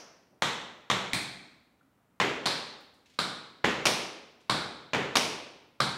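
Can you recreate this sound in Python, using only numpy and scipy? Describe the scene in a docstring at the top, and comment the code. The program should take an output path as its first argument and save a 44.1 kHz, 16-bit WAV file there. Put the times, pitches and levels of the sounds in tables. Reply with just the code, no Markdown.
"""A bare, echoing studio rumbles and hisses quietly while the sound of a brushed tap shoe dies away.
A dancer in metal-tipped shoes then steps slowly on the sprung wooden floor. Each step is a click and a
woody knock, then the sharp slap of the plate within a few ms; the boards boom and the walls answer.
Between steps the shifting shoes tick faintly; a sole squeaks near 1.8 s and a plate scuffs near 3 s.
Two stamps come in the second half, and a heel lands last."""
import sys
import numpy as np
from scipy import signal
from scipy.fft import rfft, irfft, next_fast_len
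from scipy.io import wavfile

SR = 44100
rng = np.random.default_rng(int(sys.argv[2]) if len(sys.argv) > 2 else 0)


def inscribe(sig):
    """Save sig as 16-bit PCM at rate SR to the path in sys.argv[1].

    A 1-D sig is mono; a 2-D sig holds one channel per row.
    Samples are clipped to [-1, 1] before scaling.
    """
    pcm = np.round(np.clip(np.atleast_2d(sig).T, -1, 1) * 32767)
    wavfile.write(sys.argv[1], SR, pcm.astype(np.int16))


N = 263277
T = np.arange(SR) / SR  # one second of time for each sound
HZ = np.fft.rfftfreq(2 * SR, 1 / SR) + 1e-3  # the frequencies at which filters are drawn


def amp(db):
    """Turn decibels into a gain."""
    return 10 ** (np.asarray(db) / 20)


def norm(x):
    """Scale a sound to an energy of 1."""
    return x / np.sqrt(np.sum(x ** 2) + 1e-20)


def along(points, hz):
    """Read a curve of (frequency, value) points, with octaves evenly spaced."""
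    freqs, values = np.transpose(points)
    return np.interp(np.log(hz + 1), np.log(freqs), values)


def above(corner_hz, order):
    """Gain of a filter that cuts the bass; a higher order cuts more steeply."""
    return 1 / np.sqrt(1 + (corner_hz / HZ) ** (2 * order))


def coloured(x, gain):
    """Give each frequency of x its gain, with no ringing ahead of the sound."""
    cepstrum = irfft(np.log(np.maximum(gain, 1e-6)))
    cepstrum[1:SR] *= 2
    cepstrum[SR + 1:] = 0
    return irfft(rfft(x, 2 * SR) * np.exp(rfft(cepstrum)))[:SR]


def add(track, s, x):
    """Mix x into the track at s seconds, dropping what falls outside it."""
    start = int(round(s * SR))
    x, start = x[max(-start, 0):], max(start, 0)
    part = track[start:start + len(x)]
    part += x[:len(part)]


def air():
    """The quiet room rumbles and hisses steadily."""
    # tone of the room: f/Hz, level/dB
    room_tone = [(15, -65.5), (25, -32), (59, -16.5), (104, -10.5), (140, -11), (274, -8.5), (349, -17.5),
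                 (399, -17), (1410, -22.5), (4750, -38), (15500, -39.5)]
    gain = amp(along(room_tone, np.fft.rfftfreq(N, 1 / SR)))
    noise = irfft(rfft(rng.standard_normal(N)) * gain, N)
    return amp(-69.5) * np.sqrt(N) * norm(noise)


def contact(chatter, t60):
    """One hit, then the surfaces chatter briefly, fading by 60 dB in t60 seconds."""
    push = chatter * norm(rng.standard_normal(SR) * amp(-60 * T / t60))
    push[0] += 1
    return norm(push)


def knock(hz, t60, rise_s):
    """The plank under the shoe swings quickly to and fro, over the slower flex of the floor."""
    swing = 2 * np.pi * hz * rng.normal(1, 0.026) * T
    plank = (np.sin(swing) + 0.28 * np.sin(0.47 * swing)) * amp(-60 * T / t60)
    flex = 0.14 * np.sin(.19 * swing) * amp(-60 * T / 0.07)
    return norm((plank + flex) * (1 - np.exp(-T / rise_s)))


def boards():
    """The sprung floor booms; every spot rings with its own mix of the same low notes."""
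    # notes of the floor: f/Hz, level/dB, fade time/s
    notes = [(72.3, -13.5, 0.98), (133.4, -3.5, 0.74), (159, -4, 0.68), (191.6, -2.5, 0.91),
             (244.4, -1.5, 0.98), (310.6, -4, 1), (404.6, -3.5, 0.82), (489, -4, 0.77)]
    ring = np.zeros(SR)
    for hz, db, t60 in notes:
        fade = amp(db + rng.normal(0, 2.9) - 60 * T / t60)
        ring += fade * np.sin(2 * np.pi * (hz * rng.normal(1, .008) * T + rng.random()))
    return norm(ring * (1 - np.exp(-T / 0.017)))


def reverb(build_s):
    """Echoes blur into a wash that builds up, then each frequency dies at its own speed."""
    # how long the studio rings: f/Hz, fade time/s
    ring_times = [(60, 0.87), (150, 0.52), (350, 1), (1000, 0.81), (2500, 0.81), (4200, 0.76), (7500, 0.62),
                  (11000, 0.5), (16000, 0.39)]
    hz, t, noise = signal.stft(rng.standard_normal(SR), SR, nperseg=256)
    fall_db = -60 * t / along(ring_times, hz)[:, None]
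    # a little sound stays trapped between the bare walls and dies more slowly
    decay = np.hypot(amp(fall_db), amp(-21 + 0.89 * fall_db))
    tail = signal.istft(noise * decay, SR, nperseg=256)[1][:SR]
    return norm(tail * (1 - np.exp(-T / build_s)))


def walls(count=14):
    """Separate early echoes bounce off the walls; later ones tend to be weaker."""
    echoes = np.zeros(SR)
    for delay, size in zip(rng.uniform(.016, .085, count), rng.standard_normal(count)):
        add(echoes, delay, np.array([size * amp(-110 * delay)]))
    return norm(echoes)


def step(landing, roll, tilt_db, knock_hz, knock_db):
    """A shoe lands: the metal plate clicks and slaps, the room echoes, the wood knocks and booms."""
    # tone colour of each way of landing: f/Hz, level/dB
    toe = [(140, 1.5), (290, -6.5), (1150, -0.5), (1770, -5.5), (1900, -2), (2730, -8), (3650, -3),
           (4880, -17), (5640, -14), (7540, -18), (10070, -30), (10830, -30), (13450, -35.5), (15000, -49)]
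    tip = [(140, 2), (310, -2.5), (420, -18), (690, -7.5), (1420, -11.5), (2360, -3.5), (2940, -21),
           (3160, -12), (4220, -7.5), (5240, -19), (7010, -23), (8710, -17.5), (10070, -27), (15000, -39)]
    edge = [(140, -9.5), (190, -5.5), (360, -9.5), (550, -5), (690, -8.5), (800, -2.5), (2940, -9),
            (4220, -1), (6520, -17.5), (7540, -18.5), (9370, -20.5), (12510, -32), (13450, -29),
            (15000, -48)]
    heel = [(140, 3), (360, -6.5), (690, -5.5), (1420, -1), (1900, -11), (2200, -7.5), (2730, -14.5),
            (3930, -3), (6520, -22.5), (7540, -19.5), (9370, -22), (12510, -37), (14470, -36.5),
            (15000, -48.5)]
    ball = [(140, -6.5), (450, 0), (690, -6.5), (860, -6), (1320, -7.5), (2040, -7.5), (3400, -14),
            (4880, -24), (7010, -28), (10070, -44.5), (10830, -39.5), (12510, -49.5), (13450, -47),
            (15000, -58.5)]
    stamp = [(140, -1.5), (330, 0), (450, 1), (1150, -1), (1530, -5.5), (1900, -5.5), (2360, -1.7),
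             (3930, -5), (5640, -5.5), (7540, -16), (9370, -14.5), (12510, -25), (13450, -25.5),
             (15000, -33)]
    brush = [(140, -6.5), (700, 0.5), (2400, -7), (3800, -12.5), (5800, 0.5), (7500, -19), (15000, -24)]
    # each way of landing: tone colour, bass from the dancer's weight/dB, boom/dB, slap delay/s
    spectrum, weight_db, boom_db, slap_s = {
        "toe": (toe, 1.5, -24.5, .0029),
        "tip": (tip, 5, -25, .00055),
        "edge": (edge, 5.8, -25, .0043),
        "heel": (heel, -1.3, -24, .0028),
        "ball": (ball, 6.7, -22.5, .0035),
        "stamp": (stamp, 2.9, -25, .0044),
        "brush": (brush, -.5, -21.5, .0026),
    }[landing]
    # A flat shoe (roll 0) lands in one slap; one that rolls down (roll 1) clicks first,
    # slaps less and throws more sound at the ceiling.
    click_db = np.interp(roll, (0, 1), (-15.5, -3.5))
    slap_db = np.interp(roll, (0, 1), (-1.6, -5.5))
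    ceiling_db = np.interp(roll, (0, 1), (-18, 0))
    near = amp(click_db) * contact(chatter=2.5, t60=0.015)
    add(near, slap_s, amp(slap_db) * contact(chatter=1, t60=.0065))
    add(near, .0135, amp(ceiling_db) * contact(chatter=4.3, t60=0.036))
    near += amp(-17.5) * walls()
    # bass and top treble spread sideways, so they arrive mostly with the room
    beam = above(440, order=1) / np.sqrt(1 + (HZ / 7000) ** 2)
    blow = coloured(near, beam) + reverb(build_s=.0035)
    bright_db = tilt_db * np.log2(np.clip(HZ, 300, None) / 1500)
    bass_db = weight_db / (1 + (HZ / 210) ** 4)
    colour = amp(along(spectrum, HZ) + bright_db + bass_db)
    colour *= above(130, order=5) + amp(-19) * above(46, order=1)
    colour /= np.sqrt(np.mean(colour ** 2))
    boom = amp(boom_db) * np.interp(200, HZ, colour) * boards()
    wood = amp(knock_db) * knock(knock_hz, t60=0.031, rise_s=0.00095)
    return norm(coloured(blow, colour) + wood + boom)


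def steps():
    """The slow dance; a level is the step's energy spread over a tenth of a second."""
    # footfalls: t/s, landing, level/dB, roll 0-1, brightness/(dB per octave), knock f/Hz, knock level/dB
    footfalls = [ (-.16, "brush", -38.5, 0.4, .5, 900, -12.5), (.42, "toe", -27.5, 0.3, 0.6, 1080, -20.5),
                 (.9, "toe", -26.5, 0.83, 0, 1130, -9.5), (1.1333, "tip", -30.5, 0.6, 1.8, 261, -15),
                 (2.2001, "ball", -25.5, 0.57, 1.62, 1000, -4.5), (2.457, "edge", -28, .55, 0, 820, -16),
                 (3.188, "heel", -29.5, 0.33, 0.87, 1226, -5.5), (3.642, "ball", -25, 0.35, 1.5, 830, -6),
                 (3.8545, "stamp", -24, 0.89, .7, 650, -12), (4.4962, "heel", -27, 0.37, -0.02, 1052, -5),
                 (4.9333, "ball", -27.5, .75, 0.93, 826, -14), (5.1552, "stamp", -24, 0.94, 0.62, 760, -20),
                 (5.802, "heel", -26.6, 0, 0.44, 1230, -3.5), ]
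    out = np.zeros(N)
    for s, landing, db, *how in footfalls:
        add(out, s, amp(db) * np.sqrt(SR / 10) * step(landing, *how))
    return out


def touches(skip_s=0.04, skip_loss_db=1.2, width_octaves=0.84):
    """Shoes tick and bump as the weight shifts; in a scuff the plate skips, weaker each time."""
    # light touches of a shoe: t/s, level/dB, f/Hz
    ticks = [(0.307, -69.5, 220), (.325, -69, 450), (1.731, -75, 400), (1.975, -77, 600),
             (2.804, -77.5, 10410), (2.937, -77.5, 5940), (4.403, -70, 3010)]
    scuff_s, scuff_db, scuff_hz = 3.056, -68, 3040
    skips = [(scuff_s + k * skip_s, scuff_db - k * skip_loss_db, scuff_hz) for k in range(3)]
    out = np.zeros(N)
    for s, db, hz in ticks + skips:
        band = np.exp(-(np.log2(HZ / hz) / width_octaves) ** 2 / 2) + amp(-49)
        rub = norm(rng.standard_normal(SR) * T * amp(-60 * T / .04))
        touch = coloured(rub + 1.1 * reverb(build_s=.012), band)
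        add(out, s, amp(db) * np.sqrt(SR / 10) * norm(touch))
    return out


def squeak(start_s=1.8095, level_db=-57, hz=1400, length_s=.0075):
    """A twisting sole sticks and slips, giving one tiny chirp."""
    swell = np.sin(np.pi * np.minimum(T / length_s, 1)) ** 2
    chirp = swell * np.sin(2 * np.pi * hz * T)
    echo = signal.fftconvolve(chirp, reverb(build_s=0.0058))[:SR]
    out = np.zeros(N)
    add(out, start_s, amp(level_db) * (chirp + 0.31 * echo))
    return out


def scene():
    """The dancer in the studio, in one channel."""
    return (steps() + touches() + squeak() + air())[None]


def record(dry):
    """Cut away the very highest treble."""
    size = next_fast_len(N + SR)
    kept = np.fft.rfftfreq(size, 1 / SR) < 15800  # Hz
    return irfft(rfft(dry, size) * kept, size)[:, :N]


dry = scene()
out = record(dry)
inscribe(out)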